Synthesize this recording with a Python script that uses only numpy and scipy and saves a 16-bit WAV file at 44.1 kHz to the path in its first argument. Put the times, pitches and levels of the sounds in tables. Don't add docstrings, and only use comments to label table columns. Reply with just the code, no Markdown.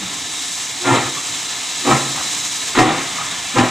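import sys
import numpy as np
from scipy import signal
from scipy.fft import rfft, irfft
from scipy.io import wavfile
from scipy.ndimage import uniform_filter1d

SR = 44100
rng = np.random.default_rng(int(sys.argv[2]) if len(sys.argv) > 2 else 0)


def put_to_file(sound):
    columns = np.atleast_2d(sound).T
    safe = np.clip(columns, -1, 1)
    whole_steps = np.round(safe * 32767)
    wavfile.write(sys.argv[1], SR, whole_steps.astype(np.int16))


N = 163170
T, HZ = np.arange(N) / SR, np.fft.rfftfreq(N, 1 / SR)

# pitch_hz, level_db (per Hz)
RUMBLE_SPECTRUM = [(20, -24), (60, -5.5), (110, 1), (170, 2), (220, -2.5), (285, 7.5), (360, -3),
                   (550, -10.5), (1000, -47), (4000, -66)]
# time_s, level_db
RUMBLE_LEVEL = [(0, -36.5), (.22, -41), (.55, -45), (1.2, -40.5), (1.7, -44.5), (2.2, -41.5), (2.6, -43),
                (3.2, -41.5), (3.7, -40)]

# peak_s, pitch_hz, level_db
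SQUEAKS = [(1.175, 1160, -33.5), (2.178, 770, -34), (3.215, 1263, -28)]
SQUEAK_RISE_S, SQUEAK_FALL_S, SQUEAK_WIDTH_HZ = 0.023, 0.22, 75

# pitch_hz, fall_s
TAIL_FALL = [(60, 0.56), (130, 1.3), (300, 0.67), (600, 0.69), (1300, 0.62), (3000, 0.57), (9000, 0.48)]
TAIL_DB, TAIL_BUILD_S = -15.5, 0.042

# pitch_hz, level_db (per Hz)
HISS_SPECTRUM = [(200, -30), (400, -8.5), (580, -13.5), (700, -3), (830, -6), (1050, -1.5), (1170, -6.5),
                 (1260, -2.5), (1520, -10), (1750, -1), (1900, -5), (2100, -1), (2600, -3.5), (3550, 0),
                 (3950, -3), (4500, -5.5), (5500, -3.5), (6600, -1.5), (7700, -0.9), (8400, -5.5),
                 (9600, -8), (10800, -15), (12500, -20.5), (13500, -17.5), (14500, -37)]
# time_s, treble_db, middle_db
HISS_SWELLS = [(0, -1, -1.5), (.25, -0.1, -2), (.53, 2.3, -2.5), (.75, 0, -1.7), (1.1, 1.5, -0.5),
               (1.75, 1, -0.7), (1.92, 6, 2), (2.08, 3, 0.5), (2.35, 4, -0.2), (2.65, 2.5, -0.5),
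               (2.85, -1.5, 2), (3.0, 1, 1.5), (3.25, 0, 0.5), (3.7, -0.5, 1)]
HISS_DB, TREBLE_FROM_HZ = -25, 3900
HISS_FLICKER_DB, HISS_FLICKER_HZ = 0.75, 28.3
NEAR_DB, NEAR_LONGEST_S, NEAR_DULL_HZ = -8, 0.02, 4000

# time_s, pitch_hz, level_db (before flicker)
WHISTLE = [(0, 3826, -36.5), (0.401, 3800, -33.5), (.7, 3910, -38.5), (.98, 3860, -31), (1.2, 3924, -36),
           (1.799, 3915, -33.5), (2.299, 3955, -32), (2.7, 3884, -33.5), (3.0, 3795, -41), (3.7, 3915, -36)]
WHISTLE_WIDTH_HZ, WHISTLE_FLICKER_DB, WHISTLE_FLICKER_HZ = 420, 2, 24.9

# peak_s, rise_s, fall_s, level_db
PUFFS = [(.03, .03, 0.6, -35), (.857, 0.011, .16, -25), (.968, 0.018, 0.46, -18), (1.065, 0.014, 0.18, -27),
         (1.18, 0.022, 0.23, -32), (1.539, .04, 0.21, -33.5), (2.19, 0.053, 0.42, -25),
         (2.34, 0.027, 1, -35.5), (2.755, 0.0069, 0.28, -17), (2.89, 0.067, 0.75, -17.5),
         (2.985, 0.022, 0.51, -24.5), (3.2, 0.085, 0.62, -29), (3.32, .02, 0.42, -33),
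         (3.645, 0.019, 0.36, -18.5)]
# pitch_hz, level_db (per Hz)
PUFF_SPECTRUM = [(60, -21), (150, -1), (300, -15), (520, -10), (760, -6), (1250, 0), (1520, -8.5),
                 (1950, -4.5), (3000, -13), (4000, -10.5), (5000, -31), (9000, -45), (15000, -76)]

# peak_s, pitch_hz (at the peak), level_db, rise_s, fall_s, glide_hz_per_s
HOWLS = [(.02, 188, -31, .05, 0.29, 0), (0.88, 1390, -21, 0.042, 0.33, -300),
         (0.91, 270, -24, 0.037, 0.17, 0.5), (.895, 358, -25.5, 0.1, 0.64, 0),
         (.93, 128, -19, 0.025, .15, 0), (.925, 938, -19, 0.054, .28, 0.5),
         (.9, 860, -20.5, 0.038, 0.27, 0), (0.91, 1025, -22.5, .025, .2, 1.5),
         (1.872, 355.5, -27.5, 0.05, 0.54, -0.5), (1.892, 288, -19.5, 0.046, .33, -0.5),
         (1.892, 795, -21.5, .03, .25, -300), (1.89, 1122, -23, .025, .25, 1.5),
         (1.922, 1279, -21, 0.03, 0.14, 300), (1.945, 137, -20.5, 0.015, 0.146, 0),
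         (1.915, 82.7, -31, .03, .2, 0), (1.91, 240, -20.5, 0.028, 0.22, 0.5),
         (1.955, 1060, -27, .02, 0.2, -300), (2.78, 250, -17, 0.025, 0.23, -0.5),
         (2.792, 318, -16, 0.028, .22, 0.5), (2.799, 358, -17, 0.058, 0.34, -1),
         (2.802, 750, -13.5, 0.026, 0.29, 0), (2.795, 1003, -18, 0.022, 0.11, 301),
         (2.89, 300, -24, .05, 0.41, -200), (2.905, 790, -25.5, 0.029, 0.19, 0),
         (3.585, 785, -17, 0.022, 0.098, -1), (3.591, 1016, -17.5, 0.037, 0.22, 0),
         (3.588, 1232, -25, .035, 0.17, 0), (3.591, 498, -23, .03, 0.17, 0),
         (3.595, 254, -16.5, 0.055, .25, -0.5), (3.59, 1340, -24, 0.045, 0.26, 1)]
HOWL_WIDTH_HZ, HOWL_HOLD_S = 15.05, 0.0098

# peak_s, rise_s, hold_s, fall_s, level_db (before flutter), boom_db, thump_db,
# bright_db (treble tilt), spit_db
BEATS = [(0.91, 0.081, 0.046, 0.36, -14.5, -30, -52, 1.5, -50),
         (1.899, 0.055, 0.027, 0.43, -11.5, -27, -46, -2.5, -39),
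         (2.794, 0.027, 0.011, 0.35, -8.5, -22, -27, -3, -19.5),
         (3.588, 0.039, 0.012, 0.21, -9, -18, -30, -5.5, -25)]
# peak_s, rise_s, fall_s, level_db
SURGES = [(.975, .025, 0.25, -26), (2.895, 0.05, 0.5, -19), (3.638, 0.015, 0.34, -17)]
# pitch_hz, level_db (per Hz)
JET_SPECTRUM = [(30, -36), (80, -24), (103, -17), (130, -5.5), (160, -9), (205, -10), (245, -6.5),
                (375, -4.5), (420, -7.5), (455, -9), (590, -7.5), (720, -6.5), (1050, -8.5), (1370, -9.5),
                (1480, -17), (1850, -10), (2030, -13), (2600, -14), (3900, -16), (4600, -32), (7500, -19),
                (10000, -28.5), (15000, -70)]
# pitch_hz, width_hz, lift_db (before CHIMNEY_DEPTH scales it)
CHIMNEY = [(250, 18, 7), (280, 24, 6), (322, 18, 4), (358, 22, 6), (498, 30, 7), (646, 20, 2), (709, 22, 5),
           (778, 32, 8), (935, 18, 3), (1012, 36, 8), (1132, 25, 4), (1227, 22, 5), (1292, 24, 5),
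           (1376, 30, 7), (1605, 30, 5), (1765, 30, 4), (1870, 50, 4), (2095, 40, 8), (2300, 60, 4),
           (2385, 35, 5)]
CHIMNEY_DEPTH = 1.22
SURGE_BRIGHT_DB, BRIGHT_FROM_HZ = -6, 1600
FLUTTER_DB, FLUTTER_HZ = 1.6, 88
BOOM_HZ, BOOM_WIDTH_HZ, BOOM_LAG_S, BOOM_FALL_S = 124, 10.2, 0.016, 0.27
THUMP_HZ, THUMP_FALL_S = 33, 0.25
SPIT_HZ, SPIT_WIDTH_HZ, SPIT_FALL_S = 4930, 4500, 0.098
RISE_POWER = 0.82

EDDY_DB, PUFF_EDDY_DB, EDDY_S, EDDY_WIDTH_HZ = 2.1, 2.2, 0.018, 260

# pitch_hz, likeness (1 is identical)
CHANNEL_LIKENESS = [(30, .9), (130, .99), (300, .995), (600, .975), (1000, .985), (1500, .94), (2800, .965),
                    (3600, .985), (4500, .84), (5500, .87), (6400, .97), (7600, .88), (9100, .62),
                    (9800, .9), (10500, .97), (11300, .99), (12200, .78), (13000, .35), (14200, .6)]
# pitch_hz, lead_radians
CHANNEL_PHASE_LEAD = [(30, -.1), (100, -.33), (700, -.33), (1050, -.45), (1450, -.47), (1900, -.15),
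                      (3800, 0), (4650, .35), (5300, .15), (6700, .05), (7100, .4), (7700, .5), (8600, 1.6),
                      (9750, 2.9), (10700, 3.12), (12500, 3.35), (13400, 5.8), (15000, 6.3)]
# pitch_hz, balance_db
CHANNEL_BALANCE = [(60, -.4), (250, -.2), (500, .3), (2000, .6), (3800, -.2), (4900, 2.5), (6000, .7),
                   (7000, -.4), (8300, -4.8), (9200, -4), (10000, -.3), (12000, .5), (13200, 3)]
BAND_EDGE_HZ = 14500


def amp(db):
    return 10 ** (np.asarray(db) / 20)


def unit(x):
    return x / np.sqrt(np.mean(x ** 2) + 1e-20)


def read(points, hz=HZ):
    pitch, value = np.transpose(points)
    return np.interp(np.log(hz + 1), np.log(pitch + 1), value)


def bell(hz, width_hz):
    return 1 / np.sqrt(1 + (2 * (HZ - hz) / width_hz) ** 2)


def noise(gain):
    left, other = rfft(rng.standard_normal((2, N)))
    same = np.clip(read(CHANNEL_LIKENESS), -1, 1)
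    right = same * left + np.sqrt(1 - same ** 2) * other
    return unit(irfft(np.array([left, right]) * gain, N))


def waver(rate_hz):
    keep_slow = (HZ > 2) / (1 + (HZ / rate_hz) ** 4)
    return unit(irfft(rfft(rng.standard_normal(N)) * keep_slow, N))


def blow(peak, rise, fall, hold=0):
    build = np.clip(1 + (T - peak) / rise, 0, 1) ** RISE_POWER
    drain_db = -60 * np.maximum(T - peak - hold, 0) / fall
    return build * amp(drain_db)


def note(hz, width_hz, rough_db=1.0):
    wander = np.cumsum(rng.standard_normal(N)) * np.sqrt(2 * np.pi * width_hz / SR)
    smooth = signal.butter(2, width_hz, fs=SR, output="sos")
    drift = signal.sosfilt(smooth, np.exp(1j * wander)) * amp(rough_db * waver(width_hz))
    turn = 2 * np.pi * np.cumsum(hz * np.ones(N)) / SR
    return unit((drift * np.exp(1j * turn)).real)


def ragged(x, depth_db, size=512):
    overlap = size * 3 // 4
    z = signal.stft(x, nperseg=size, noverlap=overlap)[2]
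    frames = max(round(EDDY_S * SR * 4 / size), 1)
    bins = max(round(EDDY_WIDTH_HZ * size / SR), 1)
    patches = uniform_filter1d(rng.standard_normal(z.shape[1:]), bins, axis=0)
    patches = unit(uniform_filter1d(patches, frames, axis=1))
    shaken = z * amp(depth_db * patches)
    return unit(signal.istft(shaken, nperseg=size, noverlap=overlap)[1][:, :N])


def rumble():
    level_db = np.interp(T, *np.transpose(RUMBLE_LEVEL))
    return noise(amp(read(RUMBLE_SPECTRUM))) * amp(level_db)


def squeaks():
    out = 0
    for peak, hz, db in SQUEAKS:
        scrape = noise(bell(hz, SQUEAK_WIDTH_HZ) ** 2)
        out += amp(db) * scrape * blow(peak, SQUEAK_RISE_S, SQUEAK_FALL_S)
    return out


def countryside(x):
    hz, t, z = signal.stft(rng.standard_normal(SR), SR, nperseg=256)
    fade = amp(-60 * t / read(TAIL_FALL, hz)[:, None])
    build = np.minimum(t / TAIL_BUILD_S, 1)
    tail = signal.istft(z * fade * build, SR, nperseg=256)[1]
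    return signal.fftconvolve(x, tail[None] / np.linalg.norm(tail), axes=1)[:, :N]


def reflected(count=12):
    delays_s = rng.uniform(0.1028, 1, count) * NEAR_LONGEST_S
    strength = amp(NEAR_DB) / np.sqrt(count * (1 + (HZ / NEAR_DULL_HZ) ** 2))
    echoes = np.exp(-2j * np.pi * delays_s[:, None] * HZ).sum(0)
    return abs(1 + strength * echoes)


def leak():
    s, treble_db, middle_db = np.transpose(HISS_SWELLS)
    steam = amp(HISS_DB) * noise(amp(read(HISS_SPECTRUM)) * reflected())
    treble = irfft(rfft(steam) / (1 + (TREBLE_FROM_HZ / (HZ + 1)) ** 8), N)
    middle = steam - treble
    both = middle * amp(np.interp(T, s, middle_db)) + treble * amp(np.interp(T, s, treble_db))
    return both * amp(HISS_FLICKER_DB * waver(HISS_FLICKER_HZ))


def whistle():
    s, hz, db = np.transpose(WHISTLE)
    turn = 2 * np.pi * np.cumsum(np.interp(T, s, hz)) / SR
    half_width_hz = WHISTLE_WIDTH_HZ / 2
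    band = waver(half_width_hz) * np.cos(turn) + waver(half_width_hz) * np.sin(turn)
    flicker_db = WHISTLE_FLICKER_DB * waver(WHISTLE_FLICKER_HZ)
    return band * amp(np.interp(T, s, db) + flicker_db)


def puffs():
    steam = ragged(noise(amp(read(PUFF_SPECTRUM))), PUFF_EDDY_DB)
    power = sum((amp(db) * blow(peak, rise, fall)) ** 2 for peak, rise, fall, db in PUFFS)
    return steam * np.sqrt(power)


def howls():
    out = 0
    for peak, hz, db, rise, fall, glide in HOWLS:
        tone = note(hz + glide * (T - peak), HOWL_WIDTH_HZ, rough_db=1.2)
        out += amp(db) * tone * blow(peak, rise, fall, HOWL_HOLD_S)
    return out


def exhaust():
    lift_db = sum(db * bell(hz, width) ** 2 for hz, width, db in CHIMNEY)
    pipe = amp(read(JET_SPECTRUM) + CHIMNEY_DEPTH * lift_db)
    treble = HZ ** 2 / (HZ ** 2 + BRIGHT_FROM_HZ ** 2)
    surge_steam = ragged(noise(pipe * amp(SURGE_BRIGHT_DB * treble)), EDDY_DB)
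    out = surge_steam * sum(amp(db) * blow(peak, rise, fall) for peak, rise, fall, db in SURGES)
    for peak, rise, hold, fall, db, boom_db, thump_db, bright_db, spit_db in BEATS:
        jet = amp(db) * ragged(noise(pipe * amp(bright_db * treble)), EDDY_DB)
        out += jet * blow(peak, rise, fall, hold) * amp(FLUTTER_DB * waver(FLUTTER_HZ))
        boom = amp(boom_db) * note(BOOM_HZ, BOOM_WIDTH_HZ)
        out += boom * blow(peak + BOOM_LAG_S, rise, BOOM_FALL_S, hold)
        thump = amp(thump_db) * noise(1 / (1 + (HZ / THUMP_HZ) ** 4))
        out += thump * blow(peak, rise, THUMP_FALL_S)
        spit = amp(spit_db) * noise(bell(SPIT_HZ, SPIT_WIDTH_HZ) ** 2)
        out += spit * blow(peak, rise / 2, SPIT_FALL_S, hold)
    return out


def scene():
    beats = exhaust() + howls()
    background = rumble() + squeaks() + amp(TAIL_DB) * countryside(beats)
    air = background + leak() + whistle() + puffs() + beats
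    side = np.array([[.5], [-.5]])
    channels = amp(side * read(CHANNEL_BALANCE)) * np.exp(1j * side * read(CHANNEL_PHASE_LEAD))
    return irfft(rfft(air) * channels, N)


def record(dry, threshold_db=-13, share=0.27, recover_db_per_s=22, ceiling=0.97):
    power = abs(uniform_filter1d((dry ** 2).mean(0), size=500))
    power_db = 10 * np.log10(power + 1e-12)
    recovery_db = T * recover_db_per_s
    held_db = np.maximum.accumulate(power_db + recovery_db) - recovery_db
    over_db = np.maximum(held_db - threshold_db, 0)
    smooth_over_db = signal.lfilter(np.ones(600), [600], over_db)
    ducked = dry / amp(share * smooth_over_db)
    rounded = ducked / (1 + (ducked / ceiling) ** 6) ** (1 / 6)
    band_limit = signal.firwin(301, BAND_EDGE_HZ, window=("kaiser", 9), fs=SR)
    return signal.oaconvolve(rounded, band_limit[None], "same")


dry = scene()
out = record(dry)
put_to_file(out)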